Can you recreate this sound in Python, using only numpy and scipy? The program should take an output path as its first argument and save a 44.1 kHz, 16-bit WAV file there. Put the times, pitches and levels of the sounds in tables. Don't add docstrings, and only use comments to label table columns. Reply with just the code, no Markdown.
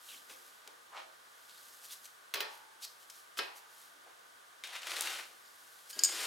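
import sys
import numpy as np
from scipy import signal
from scipy.fft import rfft, irfft
from scipy.io import wavfile

SR = 44100
rng = np.random.default_rng(int(sys.argv[2]) if len(sys.argv) > 2 else 0)


def unload_audio(sound):
    columns = np.transpose(np.atleast_2d(sound))
    steps = np.round(np.clip(columns, -1, 1) * 32767)
    wavfile.write(sys.argv[1], SR, steps.astype(np.int16))


N = 276062
TIME = np.arange(N) / SR

# f/Hz, level/dB
AIR_COLOUR = [(25, -28), (60, -20.5), (100, -17), (150, -17.5), (280, -13.5), (450, -6.5), (1000, -4.5),
              (1800, -4), (2500, -10.5), (3200, -6), (5000, -10), (10000, -11.5), (16000, -20.5)]
# f/Hz, bandwidth/Hz, level/dB
WHINE_BANDS = [(1204, 85, -71), (1476, 140, -69)]
# t/s, level/dB, centre f/Hz
JINGLES = [(.085, -51, 3300), (0.107, -52.5, 2870), (.14, -52.5, 3160), (1.494, -58.5, 3770),
           (1.55, -58.5, 4350), (1.898, -51, 3710), (5.438, -60, 4860)]
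# peak t/s, level/dB, swell time/s
STROKES = [(.115, -53.5, 0.053), (.32, -57.5, 0.019), (.45, -61.5, 0.082), (1.68, -59.5, 0.18),
           (1.85, -54, 0.012), (1.926, -46.5, 0.012), (2.052, -53, 0.01), (2.54, -60.5, 0.038),
           (2.83, -48, 0.0075), (2.847, -44, 0.0063), (3.02, -61, 0.014), (3.16, -59, 0.04),
           (3.381, -41, 0.004), (3.575, -55, 0.012), (3.8, -59.5, 0.056), (5.72, -62.5, 0.25),
           (5.906, -44, 0.0042), (5.96, -58, .03)]
# f/Hz, level/dB
RUB_COLOUR = [(100, -25), (500, -16.5), (1900, -12), (3000, -4), (4200, -2), (7000, -2.5), (13000, -3),
              (16000, -13.5)]
# peak t/s, level/dB, centre f/Hz, swell time/s, treble gain/dB
SCUFFS = [(0.154, -69.5, 230, 0.013, -20), (0.313, -58.5, 398, 0.011, -16), (0.679, -57, 480, 0.013, -16.5),
          (0.95, -50, 960, 0.014, -40), (0.978, -48, 805, 0.019, -14.5), (3.966, -70.5, 332, 0.012, -28),
          (4.075, -55.5, 600, 0.0071, -25), (5.975, -52.5, 342, 0.0053, -35)]
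# t/s, level/dB
FOOTFALLS = [(.966, -43), (.974, -44.5)]
# f/Hz, level/dB
BOARD_COLOUR = [(200, -35), (480, -9), (680, -1.5), (1050, -8), (1900, -12), (2700, -5), (5000, -15),
                (12000, -35)]
# t/s, level/dB, centre f/Hz, t60/s, gain of the loose tool's ring
TICKS = [(.297, -50.5, 2560, 0.18, 0.053), (0.676, -41.5, 5360, 0.016, 0.13),
         (1.495, -53.5, 4050, 0.041, 0), (2.054, -47, 6200, 0.043, 0.2), (3.099, -45, 5300, 0.052, 0.049),
         (4.6375, -36.5, 3260, 0.019, .55), (4.6431, -42.5, 2940, 0.14, 0.12),
         (4.672, -43.5, 3500, 0.046, .4), (4.7313, -44.5, 2010, 0.067, 0.25),
         (4.753, -40, 2630, 0.039, 0.26), (4.762, -40.5, 2600, 0.052, 0.35),
         (4.819, -44.5, 2980, .03, 0.087), (4.831, -43, 2900, .04, 0.13), (4.8696, -33, 2380, 0.032, 0.14),
         (4.906, -37, 2800, .03, .2), (4.917, -35, 2800, 0.028, 0.15), (4.9657, -33, 3770, 0.032, .2),
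         (5.0086, -25.5, 8700, 0.016, 0.16), (5.02, -32.5, 8150, 0.027, 0.011),
         (5.059, -38.5, 2300, 0.064, 0.34), (5.072, -33.5, 2470, 0.038, 0.41),
         (5.141, -44, 3000, 0.017, .2), (5.187, -40.5, 2000, 0.16, 0.067)]
# f/Hz, level/dB, t60/s
LOOSE_TOOL_MODES = [(2205, -9, .08), (2360, -1.5, 0.085), (3117, -15, 0.057), (3700, -2.5, 0.079)]
# t/s, crack level/dB, ring level/dB, hardness as cut-off f/Hz, seating (0-1)
KNOCKS = [(2.339, -27.5, -42.5, 15000, 0.04), (2.3432, -28, -47.5, 14000, 0),
          (2.355, -33, -42.5, 8000, 0.3), (2.370, -41, -44, 5000, 0), (2.405, -27, -39, 9200, 0.05),
          (3.372, -43, -47.5, 6000, 0.95), (3.3885, -26, -37.5, 5550, 1), (3.391, -28, -42.5, 5500, 0.65)]
# f/Hz, level/dB
KNOCK_CRACK_COLOUR = [(150, -6), (400, -17), (800, -13.5), (1200, -4), (4000, 2), (6500, -7), (9000, -12.5),
                      (12000, -6.5), (16000, -15)]
# f/Hz, level/dB
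WHEEL_COLOUR = [(100, -46), (190, -9), (290, -6), (430, 1.5), (600, -1.5), (900, -3), (1400, 1),
                (2800, 1.5), (5000, 1.5), (7000, -11.5), (12000, -4), (16000, -24)]
# f/Hz, t60/s
WHEEL_DECAY = [(200, 0.35), (900, 0.67), (2500, 0.45), (5000, 0.44), (12000, 0.17)]
# f/Hz, loose level/dB, seated level/dB, t60/s
WHEEL_MODES = [(389.5, -7, -5.5, 0.15), (432, -4, -13, .25), (552, -12, -10, 0.3), (611, -11, -18, .4),
               (692, -14, -14, 0.54), (788, -18, -21, 1.0), (818, -13, -21, 1.0), (884, -11, -18.5, 1.3),
               (938, -21.5, -13, 1), (970, -24, -12, 0.84), (1003, -27, -8, 0.85), (1123, -6.5, -16, 0.45),
               (1340, -3, 5, 0.12), (1617, -17, -2, 0.23), (1821, -5, -8, 0.34), (2420, -7, -19, 0.3),
               (2530, -9, 3, 0.29), (2570, -4.5, -5, 0.22), (3020, -12, 1, 0.21), (3120, -5, -10, 0.23),
               (3362, -3.5, -21, .3), (4060, -6, -9, 0.29), (5300, -11, -0.5, .2), (15120, 10, -15, 0.09)]
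# t/s, rise/s, hold/s, rattle level/dB, treble gain/dB, rumble level/dB
PUSHES = [(4.62, 0.14, .01, -45, -5, -83), (4.82, 0.099, 0.21, -41, 0.5, -62),
          (5.93, 0.28, .1, -40, 5.5, -55)]
# f/Hz, level/dB
DRAWER_COLOUR = [(100, -42), (240, -44), (380, -15), (700, -3.5), (1500, 2), (2500, 2), (4000, -1),
                 (6000, -5), (10000, -8.5), (14000, -15.5), (16000, -32)]
# t/s, spanner level/dB, other tool level/dB, most excited f/Hz, crack level/dB, t60 factor
CLINKS = [(5.930, -39, -65, 3520, -62, 0.88), (5.99, -36, -58, 5500, -42, .5),
          (5.992, -26, -48, 4900, -31, 0.36), (6.0358, -28.5, -21, 6400, -19.5, 1.4),
          (6.048, -27.5, -28.5, 7000, -22.5, 1.28)]
# f/Hz, level/dB, t60/s
SPANNER_MODES = [(1630, -3.5, 0.59), (3070, -8, .09), (4610, -7.5, 0.18), (5050, -4.5, 0.08),
                 (5060, -17, 0.1), (6345, -21, 0.074), (6763, 1.5, 0.093), (8600, -3, 0.058),
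                 (11200, -7, .04)]
# f/Hz, level/dB, t60/s
OTHER_TOOL_MODES = [(5065, -3.5, 0.22), (6846, -1.5, 0.14), (6895, -3, .07), (7070, -23, .025),
                    (7440, -24, .03), (7630, -23, .07), (8200, 0, 0.063), (8200, -13, .05),
                    (13800, 3, 0.031)]
# f/Hz, level/dB
CLINK_CRACK_COLOUR = [(300, -41), (2000, -40), (3800, -11), (5000, 18), (5900, 6), (7200, 16), (9600, -1),
                      (11000, 4), (16000, -14)]
# f/Hz, side level/dB relative to mid
WIDTH = [(60, -7.5), (250, -0.5), (600, 3), (1400, 2), (2800, -2.5), (5000, -5), (14000, -25.5)]
# f/Hz, t60/s
ROOM_DECAY = [(150, 1.15), (1000, 0.31), (5000, 0.23), (14000, 0.67)]
# f/Hz, level/dB
ROOM_COLOUR = [(100, 2.5), (1000, -2), (4000, 3.5), (8000, -1.5), (16000, -3)]


def amp(db):
    return 10 ** (np.asarray(db) / 20)


def unit(x):
    return x / np.sqrt(np.mean(x ** 2) + 1e-20)


def at_hz(points, hz):
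    f, value = np.transpose(points)
    return np.interp(np.log(np.maximum(hz, 1)), np.log(f), value)


def add(track, s, sound):
    start = round(s * SR)
    track[start:start + len(sound)] += sound[:N - start]


def filtered(x, kind, hz, order=2):
    return signal.sosfilt(signal.butter(order, hz, kind, fs=SR, output="sos"), x)


def coloured(x, spectrum, keep_power=True, size=2048):
    gain = amp(at_hz(spectrum, np.fft.rfftfreq(size, 1 / SR)))
    cepstrum = irfft(np.log(unit(gain) if keep_power else gain))
    cepstrum[1:size // 2] *= 2
    cepstrum[size // 2 + 1:] = 0
    return signal.oaconvolve(x, irfft(np.exp(rfft(cepstrum))))[:len(x)]


def hump(hz, below_db, above_db):
    return [(hz / 8, below_db), (hz, 0), (hz * 8, above_db)]


def swell(t, length):
    return np.exp(1 - np.minimum(np.hypot(1, t / length), 30))


def fade(t60):
    return np.exp(-np.minimum(np.log(1000) * TIME[:SR] / t60, 30))


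def burst(t60):
    return rng.standard_normal(SR) * fade(t60)


def mode(hz, t60):
    return np.sin(2 * np.pi * hz * TIME[:SR]) * fade(t60)


def dense_ring(decays, count=7):
    centres = np.geomspace(200, 14000, count)
    place = np.interp(np.fft.rfftfreq(SR, 1 / SR), centres, np.arange(count))
    shares = np.maximum(1 - abs(place - np.arange(count)[:, None]), 0)
    bands = irfft(rfft(rng.standard_normal(SR)) * shares, SR)
    return sum(band * fade(t60) for band, t60 in zip(bands, at_hz(decays, centres)))


def grains(per_s, spread_db, size=N):
    at = np.flatnonzero(rng.random(size) < per_s / SR)
    force, sign = rng.random((2, size))[:, at]
    out = np.zeros(size)
    out[at] = amp(-spread_db * np.log(force + .02)) * np.sign(sign - .5)
    return unit(out)


def diffuse(mid, side):
    return mid + coloured(side, WIDTH, keep_power=False) * np.array([[1], [-1]])


def panned(x, left_db):
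    return x * amp(np.array([[left_db], [-left_db]]) / 2)


def air(hiss_db=-62.5):
    white = rng.standard_normal(N)
    whine = sum(amp(db) * unit(signal.lfilter(*signal.iirpeak(hz, hz / width, fs=SR), white))
                for hz, width, db in WHINE_BANDS)
    return whine + amp(hiss_db) * coloured(rng.standard_normal(N), AIR_COLOUR)


def chain(spread_s=.04, detune=0.16, links=14):
    out = np.zeros(N)
    for s, db, hz in JINGLES:
        for delay, step in zip(rng.random(links), rng.standard_normal(links)):
            add(out, s + spread_s * delay, amp(db) * mode(hz * np.exp(detune * step), t60=0.023))
    return out


def gloves():
    effort = sum(amp(db) * swell(TIME - s, length) for s, db, length in STROKES)
    return effort * coloured(grains(per_s=11000, spread_db=5), RUB_COLOUR)


def shoes(lead_s=.12):
    out = np.zeros(N)
    t = TIME[:SR // 2] - lead_s
    for s, db, hz, length, treble_db in SCUFFS:
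        grit = grains(per_s=2500, spread_db=4, size=len(t))
        drag = coloured(grit, hump(hz, below_db=-41, above_db=treble_db))
        add(out, s - lead_s, amp(db) * swell(t, length) * filtered(drag, "high", hz * 0.47))
    for s, db in FOOTFALLS:
        add(out, s, amp(db) * coloured(burst(t60=.05), BOARD_COLOUR))
    return filtered(out, "low", hz=5500)


def ticks(mode_spread_db=1):
    out = np.zeros(N)
    for s, db, centre_hz, click_t60, ring_gain in TICKS:
        click = coloured(burst(click_t60), hump(centre_hz, below_db=-18.5, above_db=-26))
        ring = sum(amp(mode_db + mode_spread_db * rng.standard_normal()) * mode(hz, t60)
                   for hz, mode_db, t60 in LOOSE_TOOL_MODES)
        add(out, s, amp(db) * (click + ring_gain * ring))
    return out


def socket_knocks(mode_spread_db=3, dense_db=-2, modes_db=-5):
    mid, side = np.zeros((2, N))
    modes = np.array([(-1) ** k * mode(hz, t60) for k, (hz, _, _, t60) in enumerate(WHEEL_MODES)])
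    _, loose_db, seated_db, _ = np.transpose(WHEEL_MODES)
    side_ring = coloured(dense_ring(WHEEL_DECAY), WHEEL_COLOUR)
    for s, crack_db, ring_db, contact_hz, seated in KNOCKS:
        crack = amp(crack_db) * coloured(burst(t60=0.029), KNOCK_CRACK_COLOUR)
        dense = amp(ring_db + dense_db) * coloured(dense_ring(WHEEL_DECAY), WHEEL_COLOUR)
        balance_db = loose_db + seated * (seated_db - loose_db)
        scatter_db = mode_spread_db * rng.standard_normal(len(modes))
        rings = amp(ring_db + modes_db + balance_db + scatter_db) @ modes
        add(mid, s, filtered(crack + dense + rings, "low", contact_hz, order=1))
        add(side, s, amp(ring_db + dense_db) * side_ring)
    return diffuse(mid, side)


def socket_scrape(start_s=2.821, length_s=0.035, edge_s=.004, level_db=-47.5, tail_db=-5):
    slips = unit(filtered(rng.standard_normal(N), "band", hz=(3740, 5400)))
    contact = np.clip(np.minimum(TIME - start_s, start_s + length_s - TIME) / edge_s, 0, 1)
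    rasp = amp(level_db) * contact * slips
    tail = burst(t60=0.3)
    return rasp + amp(tail_db) * signal.fftconvolve(rasp, tail / np.linalg.norm(tail))[:N]


def drawer(piece_db=-4, runner_db=-4, piece_count=6, coast_db_per_s=109, rumble_exponent=0.89):
    grit = grains(per_s=6000, spread_db=1)
    pieces = np.zeros(N)
    for _ in range(piece_count):
        hits = grains(per_s=55, spread_db=0.5)
        pieces += signal.oaconvolve(hits, burst(t60=0.041)[:SR // 20])[:N]
    rattle = coloured(amp(piece_db) * unit(pieces) + amp(runner_db) * grit, DRAWER_COLOUR)
    treble = filtered(rattle, "high", hz=4970, order=1)
    box = unit(filtered(grit, "band", hz=(305, 490)))
    out = np.zeros(N)
    for start, rise_s, hold_s, db, treble_db, rumble_db in PUSHES:
        t = TIME - start
        coast = amp(-coast_db_per_s * np.maximum(t - rise_s - hold_s, 0))
        speed = np.clip(t / rise_s, 0, 1) * coast
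        out += amp(db) * speed * (rattle + (amp(treble_db) - 1) * treble)
        out += amp(rumble_db) * speed ** rumble_exponent * box
    return out


def spanner(falloff_db_per_octave=10):
    rings, cracks = np.zeros((2, N))
    for s, spanner_db, other_db, centre_hz, crack_db, t60_factor in CLINKS:
        add(cracks, s, amp(crack_db) * burst(t60=0.027))
        rings[round(s * SR):] = 0
        for db, modes in (spanner_db, SPANNER_MODES), (other_db, OTHER_TOOL_MODES):
            for hz, mode_db, t60 in modes:
                falloff_db = falloff_db_per_octave * abs(np.log2(hz / centre_hz))
                add(rings, s, amp(db + mode_db - falloff_db) * mode(hz, t60 * t60_factor))
    return filtered(rings + coloured(cracks, CLINK_CRACK_COLOUR), "high", hz=1510)


def workshop_reverb(send, predelay_s=.003, build_s=0.019):
    build_up = np.clip((TIME[:SR] - predelay_s) / build_s, 0, 1)
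    tails = [coloured(dense_ring(ROOM_DECAY) * build_up, ROOM_COLOUR) for _ in range(2)]
    mid, side = [signal.fftconvolve(send, tail / np.linalg.norm(tail))[:N] for tail in tails]
    return diffuse(mid, side)


def scene():
    hands = gloves() + chain() + socket_scrape()
    rattle = drawer() + ticks()
    clinks = spanner()
    steps = shoes()
    middle = socket_knocks() + hands
    left = panned(rattle + clinks, left_db=2.5)
    send = amp(-9.5) * hands + amp(-8) * rattle + amp(-12) * clinks + amp(-2) * steps
    room = panned(workshop_reverb(send), left_db=-0.5)
    work = filtered(middle + left + room, "high", hz=289, order=4)
    return work + steps + diffuse(air(), air())


def record(dry):
    cutoff_hz = 16100
    return signal.sosfilt(signal.ellip(10, .1, 70, cutoff_hz, fs=SR, output="sos"), dry)


dry = scene()
out = record(dry)
unload_audio(out)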